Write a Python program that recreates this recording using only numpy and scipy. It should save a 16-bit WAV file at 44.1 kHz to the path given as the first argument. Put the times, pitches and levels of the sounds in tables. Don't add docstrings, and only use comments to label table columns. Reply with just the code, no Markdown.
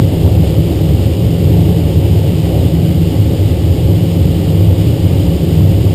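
import sys
import numpy as np
from scipy import signal
from scipy.fft import rfft, irfft
from scipy.io import wavfile
from scipy.ndimage import uniform_filter1d

SR = 44100
rng = np.random.default_rng(int(sys.argv[2]) if len(sys.argv) > 2 else 0)


def field_ratio(decibels):
    return 10 ** (np.asarray(decibels, dtype=float) / 20)


def int16_out(signal):
    q = np.round(np.clip(np.atleast_2d(signal).T, -1, 1) * 32767)
    wavfile.write(sys.argv[1], SR, q.astype(np.int16))


N = 261954


def walk(rate):
    hold = int(SR / rate)
    steps = np.repeat(rng.standard_normal(N // hold + 1), hold)
    return 1.37 * uniform_filter1d(uniform_filter1d(steps, hold), hold)[:N]


def unit(x):
    return x / np.sqrt(np.mean(x ** 2))


def coloured(points):
    hz, db = np.transpose(points)
    f = np.arange(N // 2 + 1) * SR / N + 1e-3
    gain = field_ratio(np.interp(np.log(f), np.log(hz), db, left=-90, right=-90))
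    return unit(irfft(rfft(rng.standard_normal(N)) * gain, N))


def rung(modes):
    f = np.arange(N // 2 + 1) * SR / N
    spectrum = 0
    for hz, width, db in modes:
        resonance = 1 / (1 + 1j * (f - hz) / width) ** 2
        spectrum = spectrum + field_ratio(db) * resonance * rfft(rng.standard_normal(N))
    return unit(irfft(spectrum, N))


def buffet(surges, lull_db, flutter_db, flutters_per_s):
    t = np.arange(N) / SR
    power = field_ratio(lull_db + flutter_db * walk(flutters_per_s)) ** 2
    for centre, peak_db, length in surges:
        bell = np.exp(-((t - centre) / (0.51 * length)) ** 2)
        power = power + bell * (field_ratio(peak_db) ** 2 - power)
    return 10 * np.log10(power)


def driven(modes, drive_db, steady_s):
    ringing = rung(modes)
    span = int(steady_s * SR)
    chance_power = uniform_filter1d(uniform_filter1d(ringing ** 2, span), span)
    return field_ratio(drive_db) * unit(ringing / np.sqrt(chance_power))


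def rumble():
    # frequency in Hz, density in dB per Hz.
    colour = [(12, -14), (20, 7), (30, -1), (42, 5.5), (55, -12), (220, 4), (500, -8), (1000, -21),
              (1400, -48)]
    return field_ratio(-26) * coloured(colour)


def hiss(shell_drive_db):
    # frequency in Hz, density in dB per Hz.
    colour = [(530, -38), (900, -25.5), (990, -23), (1070, -6.5), (1370, -11.5), (1660, -12), (1910, -9),
              (2590, -6.5), (2820, -3), (2980, -1), (4200, -9), (4960, -7), (6000, -18.5), (7800, -54),
              (13200, -120)]
    # frequency in Hz, width in Hz, level in dB.
    canopy_modes = [(1060, 67, -11), (1260, 55, -7), (1990, 36, -0.5), (2220, 150, -4), (2740, 110, 0),
                    (2885, 90, 1.5), (3018, 110, -2), (4800, 120, -17), (4940, 71, -3)]
    canopy_db, flicker_db, level_db = -11, 0.5, -33.5
    rush = coloured(colour) + field_ratio(canopy_db) * rung(canopy_modes)
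    flickering = unit(rush * field_ratio(flicker_db * walk(25.04)))
    swell_db = 0.082 * (shell_drive_db - shell_drive_db.mean())
    return field_ratio(level_db + swell_db) * flickering


def shell_drive():
    # centre in seconds, peak level in dB, length in seconds.
    surges = [(0.14, -17, 0.057), (0.27, -15.5, 0.063), (0.43, -17, 0.024), (0.55, -17, 0.074),
              (0.72, -17, 0.12), (1.56, -16.6, 0.11), (1.68, -18, 0.11), (2.03, -18, 0.09),
              (2.49, -18, 0.04), (2.57, -17, 0.15), (3.13, -16.5, 0.055), (3.31, -17.5, 0.056),
              (3.9, -16, 0.04), (4.19, -18, 0.055)]
    return buffet(surges, lull_db=-19.5, flutter_db=0.54, flutters_per_s=4)


def shell(drive_db):
    # frequency in Hz, width in Hz, level in dB.
    modes = [(259.7, 12.3, 0), (298.4, 17.5, 0.5), (326, 15.5, 1), (377, 39, -5), (430, 41, -6),
             (460, 19.5, -15), (538.4, 35.2, -6), (601.5, 45, -18), (707, 109, -18), (840, 99, -24)]
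    return driven(modes, drive_db, steady_s=0.086)


def drone():
    # frequency in Hz, width in Hz, level in dB.
    modes = [(150, 12, -5), (168, 8, 0), (195, 14, -17)]
    # centre in seconds, peak level in dB, length in seconds.
    surges = [(0.06, -15, 0.08), (0.17, -14.1, 0.03), (0.24, -15.5, 0.086), (0.4, -10.0, 0.059),
              (0.59, -13, 0.16), (0.89, -10.5, 0.076), (1.28, -14, 0.09), (1.35, -14, 0.17),
              (1.55, -11.5, 0.058), (1.71, -11, 0.14), (1.82, -14, 0.13), (2.13, -13.5, 0.08),
              (2.37, -13.5, 0.17), (2.64, -14.6, 0.05), (2.76, -11.5, 0.091), (3.06, -13.6, 0.043),
              (3.23, -17.5, 0.098), (3.34, -15, 0.05), (3.65, -16.5, 0.067), (3.91, -18, 0.05),
              (4.02, -14, 0.34), (4.32, -14, 0.025), (4.4, -12.5, 0.03), (4.52, -11.5, 0.1),
              (4.66, -14, 0.11), (4.82, -12.5, 0.04), (5.08, -14.5, 0.16), (5.23, -14, 0.052),
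              (5.32, -12.5, 0.069), (5.59, -8.5, 0.1)]
    drive_db = buffet(surges, lull_db=-18, flutter_db=3.6, flutters_per_s=18)
    return driven(modes, drive_db, steady_s=0.047)


def heave():
    # frequency in Hz, width in Hz, level in dB.
    modes = [(73, 9, 0)]
    # centre in seconds, peak level in dB, length in seconds.
    surges = [(0.04, -19, 0.036), (0.22, -12, 0.15), (0.32, -25, 0.04), (0.45, -12, 0.11), (0.7, -14, 0.08),
              (1.0, -13, 0.24), (1.43, -16, 0.16), (1.59, -17.5, 0.14), (1.84, -16.5, 0.15),
              (1.98, -22, 0.05), (2.06, -13, 0.065), (2.17, -19, 0.077), (2.32, -17, 0.08),
              (2.56, -14, 0.13), (2.71, -17.7, 0.05), (2.79, -15, 0.06), (2.98, -15.1, 0.18),
              (3.24, -13.5, 0.13), (3.58, -16, 0.15), (3.8, -17, 0.07), (3.94, -25, 0.1),
              (4.14, -22, 0.082), (4.42, -20, 0.12), (4.69, -15, 0.17), (5.02, -15, 0.05), (5.13, -14, 0.1),
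              (5.25, -12.5, 0.08), (5.34, -15, 0.04), (5.52, -19, 0.15), (5.77, -12.5, 0.072)]
    drive_db = buffet(surges, lull_db=-21.5, flutter_db=3.7, flutters_per_s=26)
    return driven(modes, drive_db, steady_s=0.043)


def boom():
    # frequency in Hz, width in Hz, level in dB.
    modes = [(88, 8, -7), (97, 9, 0), (112, 12, -7)]
    # centre in seconds, peak level in dB, length in seconds.
    surges = [(0.04, -7.5, 0.04), (0.28, -7.5, 0.09), (0.37, -7, 0.055), (0.59, -7.5, 0.042),
              (0.95, -11.5, 0.05), (1.07, -8.5, 0.039), (1.25, -7.5, 0.06), (1.5, -9, 0.16),
              (1.59, -10.5, 0.15), (1.98, -7, 0.04), (2.1, -10, 0.18), (2.16, -8.6, 0.04),
              (2.26, -10.5, 0.05), (2.63, -9.5, 0.13), (3.0, -10.5, 0.046), (3.2, -7, 0.053),
              (3.44, -9.5, 0.16), (3.68, -8, 0.069), (3.86, -7, 0.046), (3.96, -6.5, 0.041),
              (4.04, -10.2, 0.04), (4.22, -9, 0.098), (4.67, -6, 0.17), (4.76, -8.5, 0.055),
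              (4.86, -9.5, 0.053), (5.05, -7.5, 0.043), (5.16, -9, 0.061), (5.63, -7, 0.091),
              (5.7, -6, 0.04), (5.85, -6, 0.06)]
    drive_db = buffet(surges, lull_db=-15, flutter_db=2, flutters_per_s=18)
    return driven(modes, drive_db, steady_s=0.046)


def scene():
    shell_drive_db = shell_drive()
    cockpit = heave() + boom() + drone() + shell(shell_drive_db)
    low_cut = signal.butter(6, 63, "high", fs=SR, output="sos")
    cockpit = signal.sosfilt(low_cut, cockpit)
    return (cockpit + hiss(shell_drive_db) + rumble())[None]


def gain_control(x):
    threshold_db, ratio, window_s = -6.5, 1.45, 0.022
    excess = np.sqrt(uniform_filter1d(x ** 2, int(window_s * SR))) / field_ratio(threshold_db)
    return x * np.maximum(excess, 1) ** (1 / ratio - 1)


def slow_converter(x):
    held_hz, full_scale = 12000, 1.024
    slow = signal.resample_poly(x, held_hz // 300, SR // 300, axis=1)
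    held = np.repeat(np.clip(slow, -full_scale, full_scale), 4, axis=1)
    out = signal.resample_poly(held, SR // 300, 4 * held_hz // 300, axis=1)[:, :N]
    top_cut = signal.ellip(10, 0.2, 70, 15300, fs=SR, output="sos")
    return signal.sosfilt(top_cut, out)


def band_limit(x):
    return signal.sosfilt(signal.butter(12, 16660, fs=SR, output="sos"), x)


def record(dry):
    mix = slow_converter(gain_control(dry))
    return band_limit(mix)


dry = scene()
out = record(dry)
int16_out(out)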